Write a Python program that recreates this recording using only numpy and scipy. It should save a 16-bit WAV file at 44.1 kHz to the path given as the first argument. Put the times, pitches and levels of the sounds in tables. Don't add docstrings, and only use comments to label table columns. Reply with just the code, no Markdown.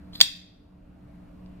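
import sys
import numpy as np
from scipy import signal
from scipy.fft import rfft, irfft, next_fast_len
from scipy.io import wavfile

SR = 44100
rng = np.random.default_rng(int(sys.argv[2]) if len(sys.argv) > 2 else 0)


def wrap_up_sound(samples):
    columns = np.atleast_2d(samples).T
    tamed = np.clip(columns, -1, 1)
    steps = np.round(tamed * 32767).astype(np.int16)
    wavfile.write(sys.argv[1], SR, steps)


def convert_level_to_amplitude(level_db):
    exponent = np.asarray(level_db, float) / 20
    return 10 ** exponent


N = 70560


def snap():
    # start_s, level_db, tilt_db_per_octave
    contacts = [(.1338, -51, -1), (.1537, -45.5, -7), (.1567, -40, -2), (.2042, -16, -1), (.2067, -30, -5),
                (.2095, -34.5, 4.5), (.2111, -5, 5.5), (.2122, -6.5, 1.5), (.2134, -6, 0.5),
                (.2146, -14.5, -0.5), (1.394, -69.5, 0), (1.461, -61.5, -3.0)]
    # pitch_hz, level_db, t60_s, left_right_db
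    handle_modes = [(650, -30, 0.011, 11), (1113, -31, 0.057, 3.5), (1840, -18.5, 0.0073, -4.5),
                    (2740, -10, 0.0072, 7.2), (3255, 2.5, 0.013, 0.8), (3680, -2.5, 0.015, 4.45),
                    (4072, -5, 0.016, -4.5), (4760, 1.35, 0.013, -5), (5580, -6.5, .012, -1.4),
                    (6380, -17, 0.0086, 2.5), (9654, -16.5, 0.0095, 2), (11630, -26.5, 0.0041, 4.4),
                    (13034, -22.5, 0.015, 6.8), (15630, -22.5, .01, -8.5)]
    # pitch_hz, level_db, t60_s, left_right_db
    blade_modes = [(4605, -25, .12, 7.9), (6877, -16, 0.049, -1), (8470, -24, .15, -2.5),
                   (12346, -36, .08, -1)]
    spread_db = 5.5
    start_s, level_db, tilt_db = np.transpose(contacts)
    at = (start_s * SR).astype(int)
    part = start_s * SR % 1

    def strike(hz):
        chance_db = spread_db * rng.standard_normal(len(at))
        size = convert_level_to_amplitude(level_db + tilt_db * np.log2(hz / 4000) + chance_db)
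        clicks = np.zeros(N)
        clicks[at], clicks[at + 1] = size * (1 - part), size * part
        return clicks

    return body(handle_modes + blade_modes, strike)


def slide():
    # time_s, level_db
    pressure = [
        (.118, -90),
        (.13, -68),
        (.15, -59.5),
        (.158, -53.5),
        (.165, -63.5),
        (.18, -62),
        (.19, -63),
        (.2, -59),
        (.206, -94.5),
    ]
    # pitch_hz, level_db, t60_s, left_right_db
    pivot_modes = [(1980, -8.5, 0.0024, 3.7), (3500, -11, 0.01731, -6), (4135, -0.2, 0.0081, -1.2),
                   (4980, -10.5, .02, 1.1), (6600, -22, 0.013, -0.4), (8450, -22.5, .015, 5.55),
                   (10024, -21.5, 0.004, -2.4), (12600, -17, .03, 1.6), (13700, -12, .015, 2.4)]
    grains_per_s, grain_db = 3000, 2.5
    sizes = convert_level_to_amplitude(grain_db * np.minimum(rng.exponential(1, N), 4)) * rng.choice([-1, 1], N)
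    grains = rms_one(sizes * (rng.random(N) < grains_per_s / SR))
    friction = grains * convert_level_to_amplitude(in_time(pressure))
    return body(pivot_modes, lambda hz: friction)


def body(modes, strike):
    total = 0
    for k, (hz, level_db, t60, left_right_db) in enumerate(modes):
        sides = convert_level_to_amplitude(level_db + left_right_db / 2 * np.array([[1], [-1]]))
        total = total + ring(strike(hz), hz, t60) * sides * (-1) ** k
    return total


def ring(clicks, hz, t60):
    r, w = convert_level_to_amplitude(-60 / (t60 * SR)), 2 * np.pi * hz / SR
    return signal.lfilter([0, np.sin(w)], [1, -2 * r * np.cos(w), r * r], clicks + 1e-18)


def rms_one(x):
    return x / np.sqrt(np.mean(x ** 2) + 1e-20)


def in_time(rows):
    return np.interp(np.arange(N) / SR, *np.transpose(rows))


def at_hz(points, hz):
    point_hz, value = np.array(points)[:, 0], np.array(points)[:, 1]
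    return np.interp(np.log(hz), np.log(point_hz), value)


def room(x):
    # pitch_hz, t60_s
    early_t60 = [(500, 0.04), (2000, 0.66), (5000, 0.47), (15000, 0.37)]
    # pitch_hz, t60_s
    late_t60 = [(500, .3), (2000, 0.33), (5000, 0.76), (9000, .35), (15000, 0.16)]
    # pitch_hz, level_db
    wall_return = [(500, -5), (1200, -2), (2200, 3.1), (3300, -6.2), (4700, -1.3), (6000, -3.8),
                   (9000, 2.75), (15000, 1.6)]
    room_db, late_db, first_wall_s, build_s = -41.5, -15.5, 0.0029, 0.0033
    t = np.arange(SR) / SR
    build = 1 - np.exp(-np.maximum(t - first_wall_s, 0) / build_s)
    echo = 0
    for hz, noise in bands(150, SR):
        early = convert_level_to_amplitude(-60 * t / at_hz(early_t60, hz))
        late = convert_level_to_amplitude(late_db - 60 * t / at_hz(late_t60, hz))
        echo = echo + noise * convert_level_to_amplitude(at_hz(wall_return, hz)) * (early + late)
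    return convert_level_to_amplitude(room_db) * signal.fftconvolve(build * echo, x[:1], axes=1)[:, :N]


def bands(low_hz, length):
    edges = low_hz * 2 ** np.arange(0, np.log2(17000 / low_hz), 1 / 3)
    settle = 8000
    white = rng.standard_normal((2, 2, length + settle))
    for k, (low, high) in enumerate(zip(edges, edges[1:])):
        sos = signal.butter(2, [low, high], "band", fs=SR, output="sos")
        yield np.sqrt(low * high), signal.sosfilt(sos, white[k % 2])[:, settle:]


def hum():
    # pitch_hz, level_db, width_hz, steady_share
    lines = [(65.4, -52.5, 33, .1), (181.7, -50, 6.7, 0.49), (292.6, -56, 4, 1), (650, -64, 60, 0.059)]
    out = 0
    for hz, level_db, width_hz, steady in lines:
        steady = np.clip(steady, 0, 1)
        narrow = ring(rng.standard_normal((2, N + 9000)), hz, 2.2 / width_hz)[:, 9000:]
        sine = np.sqrt(2) * np.sin(2 * np.pi * (hz * np.arange(N) / SR + rng.random()))
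        line = np.sqrt(steady) * sine + np.sqrt(1 - steady) * rms_one(pair(narrow, hz))
        out = out + convert_level_to_amplitude(level_db) * line
    return out


def room_noise():
    # pitch_hz, density_db_per_hz
    air_spectrum = [(15, -41), (25, -7), (64, -6), (149, -8), (182, -12), (300, -10), (325, -17.5),
                    (642, -21.5), (3000, -40.5), (3900, -74.5), (6600, -120)]
    return convert_level_to_amplitude(-50) * bed(air_spectrum, patchy_db=2.12, steep_db=14.0)


def recorder_hiss():
    # pitch_hz, density_db_per_hz
    hiss_spectrum = [(1180, -31.5), (2000, -0.5), (3860, -2), (5940, -7.5), (11200, -9), (15000, -9),
                     (15800, -15)]
    return convert_level_to_amplitude(-75.5) * bed(hiss_spectrum, patchy_db=0.2, steep_db=16.5)


def bed(spectrum, patchy_db, steep_db):
    low, high = spectrum[0][0], spectrum[-1][0]
    total = 0
    for hz, noise in bands(18, N):
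        octaves_outside = max(0, np.log2(low / hz), np.log2(hz / high))
        level_db = at_hz(spectrum, hz) - steep_db * octaves_outside + patchy_db * drift(2.4)
        total = total + convert_level_to_amplitude(level_db) * pair(noise, hz)
    return rms_one(total)


def drift(rate):
    r = np.exp(-80 * np.pi * rate / SR)
    slow = signal.lfilter([1], [1, -2 * r, r * r], rng.standard_normal(N // 40 + 2002))[2000:]
    return np.interp(np.arange(N) / 40, np.arange(len(slow)), rms_one(slow))


def pair(noise, hz):
    # pitch_hz, left_right_likeness
    likeness = [(60, 0.92), (180, 0.98), (550, -0.12), (1650, 0.45), (4970, 0.47), (15000, -0.02)]
    alike = np.clip(at_hz(likeness, hz), 0, 1)
    return np.sqrt(1 + alike) * noise[0] + np.sqrt(1 - alike) * noise[1] * [[1], [-1]]


def delayed(x, lag_s):
    size = next_fast_len(N + 64)
    turn = np.exp(-2j * np.pi * np.fft.rfftfreq(size, 1 / SR) * lag_s)
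    return irfft(rfft(x, size) * turn, size)[:N]


def scene():
    knife = snap() + slide()
    direct = np.array([knife[0], delayed(knife[1], lag_s=.00011)])
    background = room_noise() + hum() + recorder_hiss()
    background_pan_db = -0.2
    sides = convert_level_to_amplitude(background_pan_db / 2 * np.array([[1], [-1]]))
    return direct + room(knife) + background * sides


def band_limit(x):
    return signal.sosfilt(signal.butter(12, 15940, fs=SR, output="sos"), x)


def record(dry):
    # time_s, gain_db
    gain = [
        (0, -2),
        (.21, -0.04),
        (.3, -7),
        (.42, -8),
        (.7, -7.5),
        (.95, -5),
        (1.15, -1.5),
        (1.35, -1.6),
        (1.6, -0.9),
    ]
    finished = np.clip(dry * convert_level_to_amplitude(in_time(gain)), -1, 1)
    return band_limit(finished)


dry = scene()
out = record(dry)
wrap_up_sound(out)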